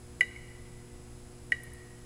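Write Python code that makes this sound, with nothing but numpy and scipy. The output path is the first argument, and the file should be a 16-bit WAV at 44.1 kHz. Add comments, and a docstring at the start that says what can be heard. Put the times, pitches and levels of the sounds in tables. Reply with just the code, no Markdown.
"""A drop is heard first: a tick and a short plink from a leaky faucet over the wet drain of a porcelain sink.
Each impact is a noise burst; its trapped bubble is a decaying sine, and drain and basin ring as damped modes.
Bits of spray follow as faint high noise ticks, and the tiled washroom adds echoes and reverberation.
Behind lie ventilation as shaped noise, mains hum as harmonics, a thin lamp buzz and a steady whine."""
import sys
import numpy as np
from scipy import signal
from scipy.fft import rfft, irfft
from scipy.io import wavfile

SR = 44100
rng = np.random.default_rng(int(sys.argv[2]) if len(sys.argv) > 2 else 0)


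def bounce(signal):
    """Save signal as a 16-bit WAV file at the path given by the first command-line argument."""
    frames = np.transpose(np.atleast_2d(signal))
    limited = np.clip(frames, -1, 1)
    pcm = np.round(limited * 32767).astype(np.int16)
    wavfile.write(sys.argv[1], SR, pcm)


N = 90404
T = np.arange(N) / SR   # time, s

# Drops landing in the drain, the weak one a rebound; ring and tick levels are relative to the drop:
# start_s, level_db, pitch_hz (bubble), t60_s (bubble), basin_db, tick_db, brightness_db (at the top of the colour)
DROPS = [(0.2083, -6, 1986, 0.038, 6.5, 3.5, 7), (0.3607, -27.5, 2177, 0.023, -13, -1, -6),
         (1.5205, -6.5, 1907, 0.029, 0.5, 2, -5)]
# Relative spectrum of the impact: frequency_hz, level_db
IMPACT_COLOUR = [(200, -43.5), (430, -10.5), (1200, 5), (3400, -1), (5500, 0), (6800, 6), (8800, -2),
                 (10700, 3.5), (11600, -8.5), (13700, -13), (15800, -19)]
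# Damped modes of drain and basin, levels relative to each other: frequency_hz, level_db, t60_s
BASIN_MODES = [(467, -46.5, 0.2), (669, -45, 0.074), (1224, -41, 0.046), (1546, -30, 0.051),
               (2243, -5.5, .011), (2870, -22.5, 0.034), (2925, -24, 0.04), (3846, -51, 0.22),
               (4073, -29, 0.014), (4932, -39, 0.033), (6360, -48, .04), (9590, -32, 0.011),
               (9765, -24, 0.012)]
# Spray landing on the porcelain: start_s, level_db
SPRAY_DROPLETS = [(1.6335, -37), (1.733, -42)]
# Relative spectrum of the spray: frequency_hz, level_db
SPRAY_COLOUR = [(4000, -70), (7000, -22), (8700, -15), (9600, 6), (10800, -4), (11700, -14), (13000, -5),
                (14500, -33), (15800, -28)]
# Reflections from the bowl and the near wall: delay_s, level_db
EARLY_ECHOES = [(.003, -39), (.006085, -24), (.0218, -28)]
# Reverberation of the tiled room, levels relative between bands: frequency_hz, t60_s, level_db
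ROOM_DECAY = [(400, 1.1, 7), (1200, 2.3, 8.5), (2000, 0.99, -4.5), (3040, 2.08, 1), (5000, .55, 14),
              (12000, 0.44, -7)]
# Spectral density of ventilation and hiss: frequency_hz, density_db (per Hz)
AIR_DENSITY = [(12, -66.5), (30, -66), (44, -78.5), (75, -67), (100, -84), (150, -76.5), (200, -84),
               (330, -89), (600, -91.5), (1000, -94.5), (2000, -99), (3500, -103), (6000, -104),
               (10300, -105), (11500, -111), (15500, -117)]
# Harmonics of the mains hum: multiple (of the mains frequency), level_db (rms)
HUM_HARMONICS = [(2, -54.5), (4, -60), (5, -67), (6, -59), (8, -64.5), (12, -73.5)]
# Weak random overtones of the lamp's buzz: frequency_hz, level_db (mean rms per overtone)
BUZZ_FLOOR = [(4000, -89), (5500, -99.5), (7000, -85), (8200, -83.5), (9000, -83.5), (10500, -86),
              (11200, -100)]
# Resonances of the buzzing lamp fitting: frequency_hz, level_db (rms of an overtone at the peak)
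LAMP_RESONANCES = [(5039, -77), (5157, -81), (7074, -82), (7854, -76), (8096, -82), (8720, -78),
                   (8995, -80), (9593, -77), (9885, -73), (10330, -71)]

TICK_LEAD_S, TICK_T60_S, TICK_DB = 0.0006, 0.014, -33.5   # the impact comes just before the bubble
SPLASH_DB, SPLASH_T60_S = -20, 0.253   # a faint fizz lingers after the tick, level relative to it
BUBBLE_RISE_S, BASIN_RISE_S = 0.002, 0.0018
SPRAY_RISE_S, SPRAY_T60_S = 0.0013, 0.023
SCATTER_DB, SCATTER_T60_S = -16.5, 0.122
ROOM_DB, ROOM_ONSET_S = -21, 0.0046
MAINS_HZ, HUM_WAVER_DB = 59.965, 1.0
LAMP_WIDTH_HZ = 44
WHINE_HZ, WHINE_DB, WHINE_WAVER_DB = 7881, -73, 0.7
CUTOFF_HZ = 15800


def from_db(db):
    """A level in decibels is twenty times the logarithm of the amplitude gain."""
    return 10 ** (np.asarray(db) / 20)


def at_hz(points, hz):
    """A spectrum is interpolated linearly along a logarithmic frequency axis."""
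    f, value = np.transpose(points)
    return np.interp(np.log(np.maximum(hz, 1)), np.log(f), value)


def noise(spectrum):
    """Filtering white noise gives it a chosen spectral density, in dB per Hz."""
    gain = from_db(at_hz(spectrum, np.arange(N // 2 + 1) * SR / N))
    return irfft(rfft(rng.standard_normal(N)) * gain, N) * np.sqrt(SR / 2)


def rms_one(x):
    """Normalization: division by the root mean square gives unit rms."""
    return x / np.sqrt(np.mean(x ** 2) + 1e-20)


def drift(rate_hz):
    """Low-pass noise of unit rms makes a slow random fluctuation."""
    hz = np.arange(N // 2 + 1) * SR / N
    white = rfft(rng.standard_normal(N))
    return rms_one(irfft(white / (1 + (hz / rate_hz) ** 2), N))


def envelope(start_s, rise_s, t60_s):
    """Exponential damping: a quick rise, then a decay of 60 dB in each t60."""
    age = np.maximum(T - start_s, 0)
    rise = 1 - np.exp(-age / max(rise_s, 1e-5))
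    return rise * np.exp(-np.log(1000) * age / t60_s)


def ring(start_s, hz, rise_s, t60_s):
    """Free vibration: a damped mode sounds as a decaying sine."""
    return envelope(start_s, rise_s, t60_s) * np.sin(2 * np.pi * hz * (T - start_s))


def impact_tick(start_s, brightness_db):
    """Impact excitation: a brief broadband burst, followed by a weaker, longer splash."""
    top_hz = IMPACT_COLOUR[-1][0]
    colour = [(hz, db + brightness_db * (hz / top_hz) ** 2) for hz, db in IMPACT_COLOUR]
    impact = envelope(start_s - TICK_LEAD_S, 0.0001, TICK_T60_S)
    splash = from_db(SPLASH_DB) * envelope(start_s, 0.002, SPLASH_T60_S)
    return rms_one(noise(colour)) * (impact + splash)


def basin_ring(start_s):
    """Modal superposition: drain and basin ring as a sum of damped modes."""
    return sum(from_db(db) * ring(start_s, hz, BASIN_RISE_S, t60_s) for hz, db, t60_s in BASIN_MODES)


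def drips():
    """Bubble resonance: trapped air pulsates at one pitch, and drain and basin swing against it."""
    out = np.zeros(N)
    for start_s, level_db, pitch_hz, t60_s, basin_db, tick_db, brightness_db in DROPS:
        tick = from_db(TICK_DB + tick_db) * impact_tick(start_s, brightness_db)
        bubble = ring(start_s, pitch_hz, BUBBLE_RISE_S, t60_s)
        basin = from_db(basin_db) * basin_ring(start_s)
        out += from_db(level_db) * (tick + bubble - basin)
    return out


def spray():
    """Small impacts: tiny droplets excite faint, very high noise ticks."""
    out = np.zeros(N)
    for start_s, level_db in SPRAY_DROPLETS:
        tick = rms_one(noise(SPRAY_COLOUR)) * envelope(start_s, SPRAY_RISE_S, SPRAY_T60_S)
        out += from_db(level_db) * tick
    return out


def reverberant_tail():
    """Reverberation: noise bands decay at their own rates, sooner in the treble."""
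    tail = np.zeros(N)
    edges = np.geomspace(200, 16000, 10)   # band edges, Hz
    for low, high in zip(edges, edges[1:]):
        band_filter = signal.butter(2, [low, high], "band", fs=SR, output="sos")
        band = signal.sosfilt(band_filter, rng.standard_normal(N))
        centre_hz = np.sqrt(low * high)
        t60_s = at_hz([(hz, t60) for hz, t60, _ in ROOM_DECAY], centre_hz)
        level_db = at_hz([(hz, db) for hz, _, db in ROOM_DECAY], centre_hz)
        tail += from_db(level_db) * band * envelope(ROOM_ONSET_S, 0.0059, t60_s)
    return from_db(ROOM_DB) * tail * np.sqrt(2 * np.log(1000) / SR)


def washroom(x):
    """Room response: direct sound, discrete echoes, a short scatter and a long tail add together."""
    scatter = rng.standard_normal(N) * envelope(ROOM_ONSET_S, 0.0033, SCATTER_T60_S)
    scatter = from_db(SCATTER_DB) * rms_one(scatter) / np.sqrt(N)   # unit energy before its level
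    echoes = sum(from_db(db) * np.interp(T - delay_s, T, x) for delay_s, db in EARLY_ECHOES)
    return x + echoes + signal.fftconvolve(x, reverberant_tail() + scatter)[:N]


def ventilation():
    """Broadband noise: moving air and hiss follow a continuous spectral density."""
    return noise(AIR_DENSITY)


def tone(hz, level_db, waver_db):
    """Amplitude modulation: a sine of fixed frequency wavers a little in level."""
    gain = np.sqrt(2) * from_db(level_db + waver_db * drift(9))   # rms to peak
    return gain * np.sin(2 * np.pi * (hz * T + rng.random()))


def mains_hum():
    """Harmonic series: the hum lies at whole multiples of the mains frequency."""
    return sum(tone(k * MAINS_HZ, db, HUM_WAVER_DB) for k, db in HUM_HARMONICS)


def lamp_buzz():
    """Periodic excitation: a rattle once a mains cycle gives overtones, strongest at the fitting's resonances."""
    order = np.arange(66, 188)
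    hz = order * MAINS_HZ
    chance = rng.standard_normal(len(hz)) + 1j * rng.standard_normal(len(hz))
    overtones = from_db(at_hz(BUZZ_FLOOR, hz)) * chance / np.sqrt(2)
    for centre_hz, db in LAMP_RESONANCES:
        moment = np.exp(2j * np.pi * order * rng.random())   # random instant within the cycle
        response = 1 / (1 + 1j * (hz - centre_hz) / LAMP_WIDTH_HZ) ** 2
        overtones = overtones + from_db(db) * moment * response
    size = 8192   # samples in one stored cycle
    spectrum = np.zeros(size // 2 + 1, complex)
    spectrum[order] = overtones
    cycle = irfft(spectrum) * size / np.sqrt(2)
    return np.interp(T * MAINS_HZ % 1, np.arange(size) / size, cycle)


def whine():
    """Pure tone: one thin, high spectral line."""
    return tone(WHINE_HZ, WHINE_DB, WHINE_WAVER_DB)


def scene():
    """Superposition: water sounding in the room, over the steady background."""
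    water = washroom(drips() + spray())
    background = ventilation() + mains_hum() + lamp_buzz() + whine()
    return (water + background)[None]


def record(dry):
    """Band limiting: the microphone drops the deepest rumble, and the top is cut steeply."""
    rumble_cut = signal.butter(2, 18, "high", fs=SR, output="sos")
    top_cut = signal.ellip(12, 0.1, 80, CUTOFF_HZ, fs=SR, output="sos")
    return signal.sosfilt(top_cut, signal.sosfilt(rumble_cut, dry))


dry = scene()
out = record(dry)
bounce(out)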